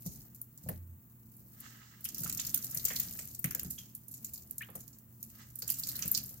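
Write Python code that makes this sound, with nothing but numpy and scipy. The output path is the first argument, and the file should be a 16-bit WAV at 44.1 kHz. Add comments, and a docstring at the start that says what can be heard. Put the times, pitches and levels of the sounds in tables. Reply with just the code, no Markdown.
"""Wet hands crush a block of floral foam over a plastic basin of water, close to a pair of small microphones.
Cell walls snap in bursts over fine crackle: torn-foam noise, opened by levels and rung at each snap's pitch.
Soft breath-like hiss, wet squelch and slaps are shaped noise; blows ring the basin's modes; wet chirps glide.
Behind them a table mode shudders, filtered noise rumbles and booms, wavering tones hum, and room air hisses."""
import sys
import numpy as np
from scipy import signal
from scipy.fft import rfft, irfft, next_fast_len
from scipy.io import wavfile

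SR = 44100
rng = np.random.default_rng(int(sys.argv[2]) if len(sys.argv) > 2 else 0)


def to_wav(s):
    """Save 16-bit WAV."""
    ch = np.atleast_2d(s).T  # columns
    pcm = np.round(np.clip(ch, -1, 1) * 32767)  # PCM
    wavfile.write(sys.argv[1], SR, pcm.astype(np.int16))


N = 282229

# squeeze of the hands: start_s, pressure_db (level of fine crackle), soft_db (level of soft hiss and squelch)
SQUEEZE = [(0.0, -54.5, -92), (0.2, -55.5, -80), (0.45, -76, -90), (0.7, -58.5, -75.5), (0.85, -71.5, -98),
           (1.2, -70, -95), (1.4, -61, -102), (1.66, -60, -57.5), (1.77, -65, -65), (1.88, -85, -64),
           (2.05, -59, -72), (2.21, -45.5, -66), (2.42, -45.5, -63), (2.6, -48, -70), (2.97, -43, -66),
           (3.26, -49.5, -72), (3.42, -58, -86), (3.65, -52, -77), (3.95, -66.5, -90), (4.3, -55.5, -84),
           (4.8, -63.5, -82), (5.1, -71.5, -86), (5.25, -56, -89), (5.42, -62, -59.5), (5.52, -63.5, -78),
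           (5.78, -51, -69), (6.06, -43.5, -60.5), (6.27, -48.5, -72), (6.4, -59, -81)]
# spectrum of torn foam: freq_hz, density_db (per Hz)
FOAM_SPECTRUM = [(470, -54), (800, -8), (1120, -12), (1290, -11.5), (1800, -6.5), (1940, -10), (2310, -11),
                 (2820, -9), (3620, -15), (4710, -17), (7290, -13), (8900, -13), (13300, -2), (14500, 0.5),
                 (15800, -13)]
# blows of crumbs and hands on the basin: start_s, thud_db, knock_db (levels ahead of the mode gains)
BLOWS = [(0.06, -30, -49.5), (0.635, -43, -68), (0.66, -38, -44.5), (0.688, -32, -35), (2.13, -44, -62),
         (2.206, -38.5, -51.5), (2.251, -39, -49), (2.76, -44, -50), (2.853, -55, -50.5), (2.906, -57, -41),
         (3.194, -56, -51), (3.441, -27, -43.5), (3.553, -42, -47.5), (3.621, -39.5, -58),
         (3.649, -36, -64), (4.686, -55, -47), (4.752, -44, -42.5), (5.625, -53, -50), (6.049, -37, -49.5),
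         (6.31, -51, -59)]
FIRM_DB = -47   # pressure of a firm squeeze
CREST_DB = 8.5   # peak of a noisy splash over its rms


def from_db(db):
    """Amplitude ratio of a level in dB."""
    return 10 ** (np.asarray(db) / 20)


def rms_one(x):
    """Scale to rms 1 over all channels."""
    return x / np.sqrt(np.mean(x ** 2) + 1e-20)


def in_time(rows):
    """Table columns interpolated to every sample."""
    s, *columns = np.transpose(rows)
    return [np.interp(np.arange(N) / SR, s, c) for c in columns]


def at_hz(points, hz):
    """Spectrum level in dB, interpolated over log frequency."""
    points_hz, points_db = np.transpose(points)
    return np.interp(np.log(hz), np.log(points_hz), points_db)


def colour(x, points):
    """Weight a signal by a spectrum."""
    size = next_fast_len(N)
    hz = np.maximum(np.fft.rfftfreq(size, 1 / SR), 1)
    return irfft(rfft(x, size) * from_db(at_hz(points, hz)), size)[..., :N]


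def band(x, low_hz, high_hz):
    """Third-order Butterworth band-pass."""
    return signal.sosfilt(signal.butter(3, [low_hz, high_hz], "band", fs=SR, output="sos"), x)


def resonance(x, hz, width_hz):
    """Two-pole resonator with zeros at 0 Hz and near the top of the spectrum."""
    r = np.exp(-np.pi * width_hz / SR)
    return signal.lfilter([1 - r, 0, r - 1], [1, -2 * r * np.cos(2 * np.pi * hz / SR), r * r], x)


def sides(pan_db):
    """Left and right gains that differ by pan_db; positive is louder at left."""
    return from_db([[pan_db / 2], [-pan_db / 2]])


def drift(rate_hz):
    """Low-passed chance variation with rms 1."""
    r = np.exp(-2 * np.pi * rate_hz / SR)
    chance = rng.standard_normal(N + SR)
    return rms_one(signal.lfilter([1], [1, -2 * r, r * r], chance)[SR:])


def pair(alike):
    """White noise at two microphones, correlated by alike; rms 1."""
    alike = np.clip(alike, 0, 1)
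    mid, side = rng.standard_normal((2, N))
    return (np.sqrt(1 + alike) * mid + np.sqrt(1 - alike) * side * [[1], [-1]]) / np.sqrt(2)


def burst(t, t60_s, tail_db, swell=.13, linger=7.74):
    """A tear swells, falls slowly and then faster, and rings on faintly in the basin."""
    t60_s = np.clip(t60_s, .006, .4)
    rise = np.sin(np.pi / 2 * np.minimum(t / (swell * t60_s), 1)) ** 2
    fall = from_db(-60 * (t / t60_s) ** 1.393)
    tail = from_db(tail_db - 60 * t / (linger * t60_s))
    return rise * (fall + tail)


def small_snaps(per_s, spread_db, t60_s):
    """Random little tears, each a decaying step of power over a floor, as a level with power mean 1."""
    size = from_db(2 * spread_db * np.minimum(rng.exponential(1, N), 4))
    starts = size * (rng.random(N) < per_s / SR)
    power = .6 + signal.lfilter([1], [1, -from_db(-120 / (t60_s * SR))], starts)
    return rms_one(np.sqrt(power))


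def knocks(rows, ragged_db, splash_db):
    """Damped rings of uneven level, whose pitch may glide at the start, each in a slower-fading noise splash."""
    out, t = np.zeros((2, N)), np.arange(SR // 3) / SR
    ragged = from_db(ragged_db * drift(60))
    noise, chance = rng.standard_normal((2, N)), rng.random((len(rows), 2))
    for (s, peak_db, hz, t60_s, rise_oct_per_s), (start, lean) in zip(rows, chance):
        i, t60_s = max(round(s * SR), 0), np.clip(t60_s, .01, .5)
        u = t[:N - i]
        span = slice(i, i + len(u))
        glide_hz = hz * 2 ** (rise_oct_per_s * np.minimum(u, t60_s / 3))
        turns = np.cumsum(glide_hz) / SR
        tone = np.sin(2 * np.pi * (turns + start)) * ragged[span]
        splash = rms_one(band(noise[:, span], 0.82 * hz, 1.584 * hz))
        splash = splash * from_db(splash_db + 30 * u / t60_s)   # undoes half of the fade
        fade = (1 - np.exp(-u * hz)) * from_db(peak_db - 60 * u / t60_s)
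        out[:, span] += fade * (tone * sides(6 * lean - 3) + splash)
    return out


def struck(modes, column):
    """Every blow rings every mode, each time with a somewhat different strength."""
    luck_db = rng.normal(0, 0.84, (len(BLOWS), len(modes)))
    return [(blow[0], blow[column] + gain_db + extra_db, hz, t60_s, 0)
            for blow, row in zip(BLOWS, luck_db)
            for (hz, gain_db, t60_s), extra_db in zip(modes, row)]


def room_air():
    """Steady coloured noise, almost independent at the two microphones."""
    # room noise spectrum: freq_hz, density_db (per Hz)
    room_spectrum = [(190, -34), (330, -11.5), (631, -18), (684, -18.5), (1040, -16), (1840, -23),
                     (5090, -36.5), (7260, -21), (9570, -25.5), (15800, -5)]
    return from_db(-57) * rms_one(colour(pair(0.022), room_spectrum))


def hum():
    """Motor tones that waver a little in strength and phase."""
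    # appliance tones: freq_hz, waver_hz, level_db (rms)
    tones = [(118, 4.8, -62), (220.4, 28, -69)]
    t, out = np.arange(N) / SR, 0
    for hz, waver_hz, level_db in tones:
        level = np.sqrt(2) * from_db(level_db + 1.5 * drift(waver_hz))
        out = out + level * np.sin(2 * np.pi * hz * t + 0.41 * drift(waver_hz))
    return out * sides(-1.6)


def rumble():
    """Handling and floor vibration: deep rumble and broader boom; thuds jolt and pressure swells both."""
    # boom spectrum: freq_hz, density_db (per Hz)
    boom_spectrum = [(18, -70), (30, -0.5), (70, -23), (100, -12), (124, -0.5), (174, -5), (235, -5),
                     (400, -21.5), (520, -38), (880, -120)]
    rumble_hz, width_hz, jolt_t60_s = 68.2, 60.0, 0.48
    low_db, low_waver_db, low_press_db, low_jolt_db = -74.5, 4.5, -8.5, -23
    boom_db, boom_firm_db, boom_db_per_pressure_db, boom_jolt_db = -66, -56.5, 0.5, -20.5
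    kicks = np.zeros(N)
    for s, thud_db, _ in BLOWS:
        kicks[round(s * SR)] = from_db(thud_db)
    jolts = signal.lfilter([1], [1, -from_db(-60 / (jolt_t60_s * SR))], kicks)
    pressure_db = in_time(SQUEEZE)[0]
    pressed = from_db(boom_firm_db + boom_db_per_pressure_db * (pressure_db - FIRM_DB))
    low = resonance(resonance(pair(0.93), rumble_hz, width_hz), rumble_hz, width_hz)
    low_level = from_db(low_db + low_waver_db * drift(10.0))
    low_level = low_level + from_db(low_press_db) * pressed + from_db(low_jolt_db) * jolts
    boom = colour(pair(.93), boom_spectrum)
    boom = boom / np.sqrt(np.mean(band(boom, 90.0, 390) ** 2))
    boom_level = np.hypot(from_db(boom_db), pressed) + from_db(boom_jolt_db) * jolts
    return sides(-2.0) * rms_one(low) * low_level + boom_level * boom


def shudder():
    """One low mode of the table top, kept going for a moment while it sags in level."""
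    start_s, hold_s, edge_s = 0.717, 0.207, 0.094
    pitch_hz, level_db, sag_db_per_s = 86.6, -47, 11
    t = np.arange(N) / SR
    held = np.clip(np.minimum(t - start_s, start_s + hold_s - t) / edge_s + 1, 0, 1)
    sag_db = sag_db_per_s * np.clip(t - start_s, 0, 1)
    level = np.sqrt(2) * from_db(level_db - sag_db + 1.2 * drift(10.0))
    return level * held * np.sin(2 * np.pi * pitch_hz * t) * sides(-1.6)


def thuds():
    """Blows ring the low modes of the basin bottom."""
    # bottom modes: freq_hz, gain_db, t60_s
    bottom_modes = [(131.8, -9, .2), (169.8, 1.5, 0.1)]
    return knocks(struck(bottom_modes, column=1), ragged_db=2.5, splash_db=-16.0)


def taps():
    """Blows ring the higher, shorter modes of the basin wall."""
    # wall modes: freq_hz, gain_db, t60_s
    wall_modes = [(441, -13, 0.12), (518.4, -5.5, 0.086), (642, -10.5, 0.055)]
    return knocks(struck(wall_modes, column=2), ragged_db=2.5, splash_db=-6.5)


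def chirps():
    """Wet chirps: ragged damped tones that glide in pitch over the first third of t60."""
    # chirps: start_s, peak_db, pitch_hz (at start), t60_s, rise_oct_per_s
    chirp_rows = [(3.78, -56, 3300, 0.2, -1.2), (4.607, -39.5, 1720, 0.065, 8),
                  (4.617, -43, 2050, 0.075, 26)]
    return knocks(chirp_rows, ragged_db=6.0, splash_db=-9)


def slaps():
    """A ragged splash of noise around the pitch of the pocket that closes, lingering in the basin."""
    # wet slaps of crumbs and fingers: start_s, peak_db (nominal, ahead of pan), pitch_hz, t60_s
    slap_rows = [(0.6873, -44, 1810, 0.035), (2.0528, -41, 3000, 0.038), (2.2317, -47, 1520, 0.035),
                 (2.26, -37.5, 1280, 0.024), (2.2972, -44, 2630, 0.034), (2.3912, -36, 3620, 0.043),
                 (2.541, -42.5, 3660, 0.041), (2.572, -51, 1450, 0.053), (2.7456, -50.5, 2010, 0.11),
                 (2.8624, -46.5, 3050, 0.054), (2.88, -45, 2090, 0.045), (2.9024, -35, 1950, 0.042),
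                 (2.9967, -42, 3480, 0.041), (3.1882, -43, 2160, 0.033), (3.4426, -30.5, 2050, 0.029),
                 (3.5094, -40, 1630, 0.029), (3.547, -48, 1600, 0.029), (3.5935, -41.5, 2920, 0.015),
                 (3.6301, -54, 1360, 0.038), (3.651, -60, 1670, 0.03), (3.7793, -48, 3250, 0.06),
                 (4.6283, -46, 1740, 0.051), (4.686, -50, 1150, 0.052), (4.7528, -52.5, 1200, 0.016),
                 (5.6209, -45.5, 1600, 0.03), (5.689, -44, 2880, 0.065), (5.9913, -48, 2420, 0.045),
                 (6.0242, -37.5, 2760, 0.036), (6.1763, -42, 2900, 0.019)]
    out, t = np.zeros((2, N)), np.arange(SR // 4) / SR
    spray = pair(0.12) * from_db(1.52 * drift(113))
    for s, peak_db, hz, t60_s in slap_rows:
        span = slice(round(s * SR), round(s * SR) + len(t))
        wide = band(spray[:, span], 1050, 3500)
        splash = rms_one(rms_one(resonance(wide, hz, .2 * hz)) + .55 * rms_one(wide))
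        shape = burst(t[:N - span.start], t60_s, tail_db=-7.0, swell=0.024, linger=9.5)
        out[:, span] += from_db(peak_db - CREST_DB) * shape * splash
    return out * sides(-3.5)


def hiss_and_squelch(tear):
    """Soft breath-like hiss and wet squelch: noise through resonances, plus a dull body that follows pressure."""
    # resonances of the soft hiss and squelch: freq_hz, width_hz (the filter is 4.3 times as wide), gain_db
    hiss_modes = [(1298, 19, 9.5), (1630, 74, 3), (1970, 34, 4), (2790, 69, -3), (3400, 17, -3)]
    grain, high_hiss_db = 0.44, -0.5   # torn-foam share in the noise; high hiss against the soft level
    dull_firm_db, dull_db_per_pressure_db = -72.5, 0.59
    pressure_db, soft_db = in_time(SQUEEZE)
    smooth = rms_one(colour(pair(0.052), FOAM_SPECTRUM))
    source = band(smooth + grain * rms_one(tear), 800, 4300)
    soft = 0.28 * source
    for hz, width_hz, gain_db in hiss_modes:
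        soft = soft + from_db(gain_db) * resonance(source, hz, 4.3 * width_hz)
    high_hiss = from_db(soft_db + high_hiss_db) * sides(-6.0) * rms_one(band(smooth, 4000, 7670))
    flicker = from_db(2.0 * drift(25)) * small_snaps(per_s=120.0, spread_db=1.0, t60_s=.025)
    dull_db = dull_firm_db + dull_db_per_pressure_db * (pressure_db - FIRM_DB)
    dull = from_db(dull_db) * rms_one(band(pair(.3), 386, 804))
    return high_hiss + flicker * (from_db(soft_db) * sides(-2.5) * rms_one(soft) + dull)


def torn_foam(cells_db, per_s, cycles):
    """Tearing foam: steady noise, and single cells of all sizes that pop and ring."""
    tearing = pair(0)
    pops = (rng.random(N) < per_s / SR) * from_db(3.5 * np.minimum(rng.exponential(1, N), 2.5))
    pops = pops * rng.standard_normal((2, N)) + 1e-18   # each microphone hears a cell in its own way
    dealt = rng.integers(0, 14, N)   # which pitch each pop rings
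    cells = sum(resonance(pops * (dealt == k), hz, hz / cycles) * hz ** -.25
                for k, hz in enumerate(np.geomspace(1200, 15500, num=14)))
    return colour(rms_one(tearing) + from_db(cells_db) * rms_one(cells), FOAM_SPECTRUM)


def crunch(tear):
    """Snaps and the crackle bed open the same torn-foam noise; each snap rings at a pitch of its own."""
    # loud snaps: start_s, bright_peak_db (nominal, ahead of tilt), ring_db (rms ahead of the burst shape),
    # pitch_hz, bright_pan_db, t60_s
    snap_rows = [(0.0484, -51, -68, 6000, 9, 0.036), (0.0586, -31, -45.5, 6540, 2.5, 0.043),
                 (0.1574, -41, -65, 6740, -2, 0.021), (0.3445, -41, -61.5, 7400, 7.5, 0.042),
                 (0.414, -28, -61, 7330, 6.5, 0.017), (0.5747, -44, -58.5, 7350, 5, 0.019),
                 (0.6347, -42.5, -60.5, 7160, -1, 0.024), (0.6863, -23, -57, 4190, 3, 0.027),
                 (1.365, -46, -86, 7500, -1, 0.025), (1.6, -36, -64, 7160, 4, 0.03),
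                 (2.007, -39, -71, 7600, 0, 0.017), (2.0417, -24.5, -48, 9000, 3, 0.022),
                 (2.0497, -23, -46, 5470, 5, 0.021), (2.0868, -26, -40.5, 7050, -2, 0.015),
                 (2.1448, -28, -43, 5570, -1, 0.016), (2.18, -26, -44.5, 5810, 1.5, 0.017),
                 (2.2024, -27, -52, 7260, 1.0, 0.022), (2.2164, -31, -65, 9000, -0.5, 0.019),
                 (2.2335, -23, -45, 7210, -1, 0.025), (2.2424, -24, -45, 6700, 0.5, 0.022),
                 (2.2744, -26, -53, 6690, 0.5, 0.015), (2.296, -20, -33, 7900, 1.0, 0.011),
                 (2.325, -18, -40.5, 7560, 1, 0.013), (2.3724, -28, -38.5, 6160, -2, 0.024),
                 (2.396, -21, -31.5, 6740, -2, 0.019), (2.448, -33, -44, 5000, 1, 0.02),
                 (2.4663, -20, -42.5, 6720, 2.0, 0.019), (2.4922, -25, -44, 7500, 2.5, 0.014),
                 (2.5426, -11.5, -38, 6300, -8, 0.019), (2.574, -20, -46, 6680, 2, 0.018),
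                 (2.623, -35, -49, 6200, -0.5, 0.024), (2.6434, -17, -45, 7650, -2, 0.013),
                 (2.7087, -26, -52, 6590, -3, 0.024), (2.7455, -21.5, -49, 6790, 3.0, 0.022),
                 (2.7706, -23, -39, 6110, 6, 0.017), (2.796, -38, -42.5, 4120, 3.0, 0.012),
                 (2.8501, -13.5, -30.5, 7460, 4.5, 0.026), (2.88, -23.5, -43, 6400, 3.5, 0.044),
                 (2.9304, -33, -52, 7100, -4, 0.018), (2.9578, -20.5, -37, 4240, 1, 0.031),
                 (2.9972, -11.5, -37.5, 7050, 3, 0.019), (3.03, -27, -50, 6160, 3, 0.022),
                 (3.0837, -39, -53, 5630, 4, 0.018), (3.124, -33, -50, 7300, 2, 0.017),
                 (3.1886, -26.5, -39.5, 7950, -1.5, 0.026), (3.2835, -45, -55, 6980, 4.5, 0.026),
                 (3.3458, -33, -44.5, 8360, 3.0, 0.017), (3.3908, -21.5, -64, 8270, 5, 0.016),
                 (3.4413, -15.5, -42.5, 6380, 1, 0.023), (3.507, -24.5, -46, 5920, 4, 0.021),
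                 (3.548, -18.5, -38.5, 7200, 6, 0.013), (3.5944, -22, -37, 6860, 1.0, 0.014),
                 (3.631, -29.5, -72, 6980, 2, 0.023), (3.646, -37, -48, 6850, -8, 0.016),
                 (3.7015, -26.5, -48, 7200, -4, 0.052), (3.7813, -39, -51.5, 6300, 3.5, 0.059),
                 (3.9487, -25, -56, 7800, 0, 0.02), (4.08, -40, -61, 7400, -6, 0.036),
                 (4.11, -38.5, -59, 7500, 0, 0.051), (4.1377, -35, -50.5, 7300, 4, 0.034),
                 (4.2437, -23.5, -46.5, 7300, -1, 0.028), (4.3335, -26, -48, 7140, 5, 0.033),
                 (4.3757, -38, -59, 4360, 3, 0.016), (4.5088, -24.5, -53.5, 7300, -5, 0.012),
                 (4.5805, -25.5, -51.5, 7550, 1, 0.019), (4.6183, -36, -69, 6600, 4, 0.02),
                 (4.7007, -44, -68, 7850, -8, 0.013), (4.7522, -27, -54.5, 6450, 5, 0.026),
                 (4.801, -40, -56, 6900, 1.0, 0.042), (4.8766, -48, -64, 7710, -3, 0.024),
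                 (4.9284, -50, -59, 7160, 3.0, 0.03), (4.9853, -41, -69, 6290, 1, 0.013),
                 (5.227, -31, -52.5, 6700, -5, 0.019), (5.5016, -45, -67, 6990, 2, 0.022),
                 (5.554, -34.5, -61, 8110, -2, 0.022), (5.5865, -29.5, -53.5, 8710, -0.5, 0.031),
                 (5.6195, -25, -38.5, 4700, 2.0, 0.028), (5.676, -25.5, -39, 7210, -6, 0.025),
                 (5.6891, -28, -47, 7510, -5, 0.024), (5.7, -9, -36.5, 4900, -6, 0.015),
                 (5.7184, -25, -60, 7220, 1.5, 0.03), (5.7376, -27, -43.5, 7540, -0.5, 0.033),
                 (5.7852, -27, -52, 8470, -1, 0.021), (5.7943, -21, -55, 7690, 5, 0.028),
                 (5.834, -27.5, -35, 4700, 2.0, 0.022), (5.8702, -27, -43, 7100, 0, 0.017),
                 (5.8837, -28.5, -49, 4200, 3.5, 0.048), (5.915, -33, -64, 7400, 1, 0.024),
                 (5.9536, -27, -47, 4220, -1, 0.028), (5.991, -25, -64, 7300, 3.0, 0.017),
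                 (6.0224, -25, -36, 6300, -3, 0.019), (6.0563, -22.5, -51, 7820, -1, 0.017),
                 (6.077, -19, -66, 8800, 2.0, 0.017), (6.114, -7, -45, 7060, 3.5, 0.015),
                 (6.1414, -27, -43, 7050, 3.5, 0.019), (6.1468, -24, -30.5, 4710, 5.0, 0.025),
                 (6.1744, -21.5, -41, 6060, 5, 0.02), (6.2576, -33, -55, 7210, 5, 0.023),
                 (6.307, -41, -86, 7530, 12, 0.013), (6.3704, -45, -66, 6240, 9, 0.024)]
    mid_crackle_db = -12   # against pressure
    ring_pan_mean_db, ring_pan_spread_db = -4.5, 4
    tilt_per_db, usual_snap_db = 0.27, -19   # louder snaps lean further to the upper treble
    pressure_db = in_time(SQUEEZE)[0]

    lower, upper = band(tear, 9000, 13600), band(tear, 13600, 20500)
    treble = np.array([lower * sides(-3.0), upper * sides(3.0)]) / np.std(lower + upper)
    crumbs = rms_one(band(tear, 2200, 4500))   # thicker crumbs break along and sound lower
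    body = rms_one(band(tear, 4160, 7600))

    fine = small_snaps(per_s=190.0, spread_db=3.0, t60_s=0.051)
    crackle_power = (fine * from_db(pressure_db) * sides(2.4)) ** 2
    bright_power = np.array([crackle_power, crackle_power])   # treble band, side, time
    mid_level = fine * from_db(pressure_db + mid_crackle_db)
    out = mid_level * sides(-3.5) * (body + 0.26 * crumbs)

    t, chance = np.arange(SR // 5) / SR, rng.standard_normal((len(snap_rows), 2))
    for (s, peak_db, ring_db, hz, bright_pan_db, t60_s), (thin, lean) in zip(snap_rows, chance):
        span = slice(round(s * SR), round(s * SR) + len(t))
        u, raw = t[:N - span.start], body[:, span]
        tilt_db = 2.4 * thin + tilt_per_db * (peak_db - usual_snap_db)   # thin walls snap higher
        tilt = from_db([[[-tilt_db]], [[0.17 * tilt_db]]])
        snap = from_db(peak_db - CREST_DB) * sides(bright_pan_db) * burst(u, t60_s, tail_db=-12.5)
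        bright_power[..., span] += (tilt * snap) ** 2

        ring = rms_one(resonance(raw, hz, 0.18 * hz))
        ring = rms_one(ring + 0.61 * raw) + 0.081 * crumbs[:, span]
        ring_pan = sides(ring_pan_mean_db + ring_pan_spread_db * lean)
        out[:, span] += from_db(ring_db) * ring_pan * burst(u, 0.97 * t60_s, tail_db=-6.5) * ring
    return out + (np.sqrt(bright_power) * treble).sum(axis=0)


def scene():
    """Room and table, blows and slaps at the basin, soft hiss and squelch, and the foam being crushed."""
    background = room_air() + hum() + rumble() + shudder()
    basin = thuds() + taps() + chirps() + slaps()
    tear = torn_foam(cells_db=-2.5, per_s=1200.0, cycles=4.7)
    return background + basin + hiss_and_squelch(tear) + crunch(tear)


def record(dry):
    """Small capsules lose the deepest bass; the top is cut."""
    dry = signal.sosfilt(signal.butter(4, 44.0, "high", fs=SR, output="sos"), dry)
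    cutoff_hz = 15950
    return signal.sosfilt(signal.ellip(12, .5, 70, cutoff_hz, fs=SR, output="sos"), dry)


dry = scene()
out = record(dry)
to_wav(out)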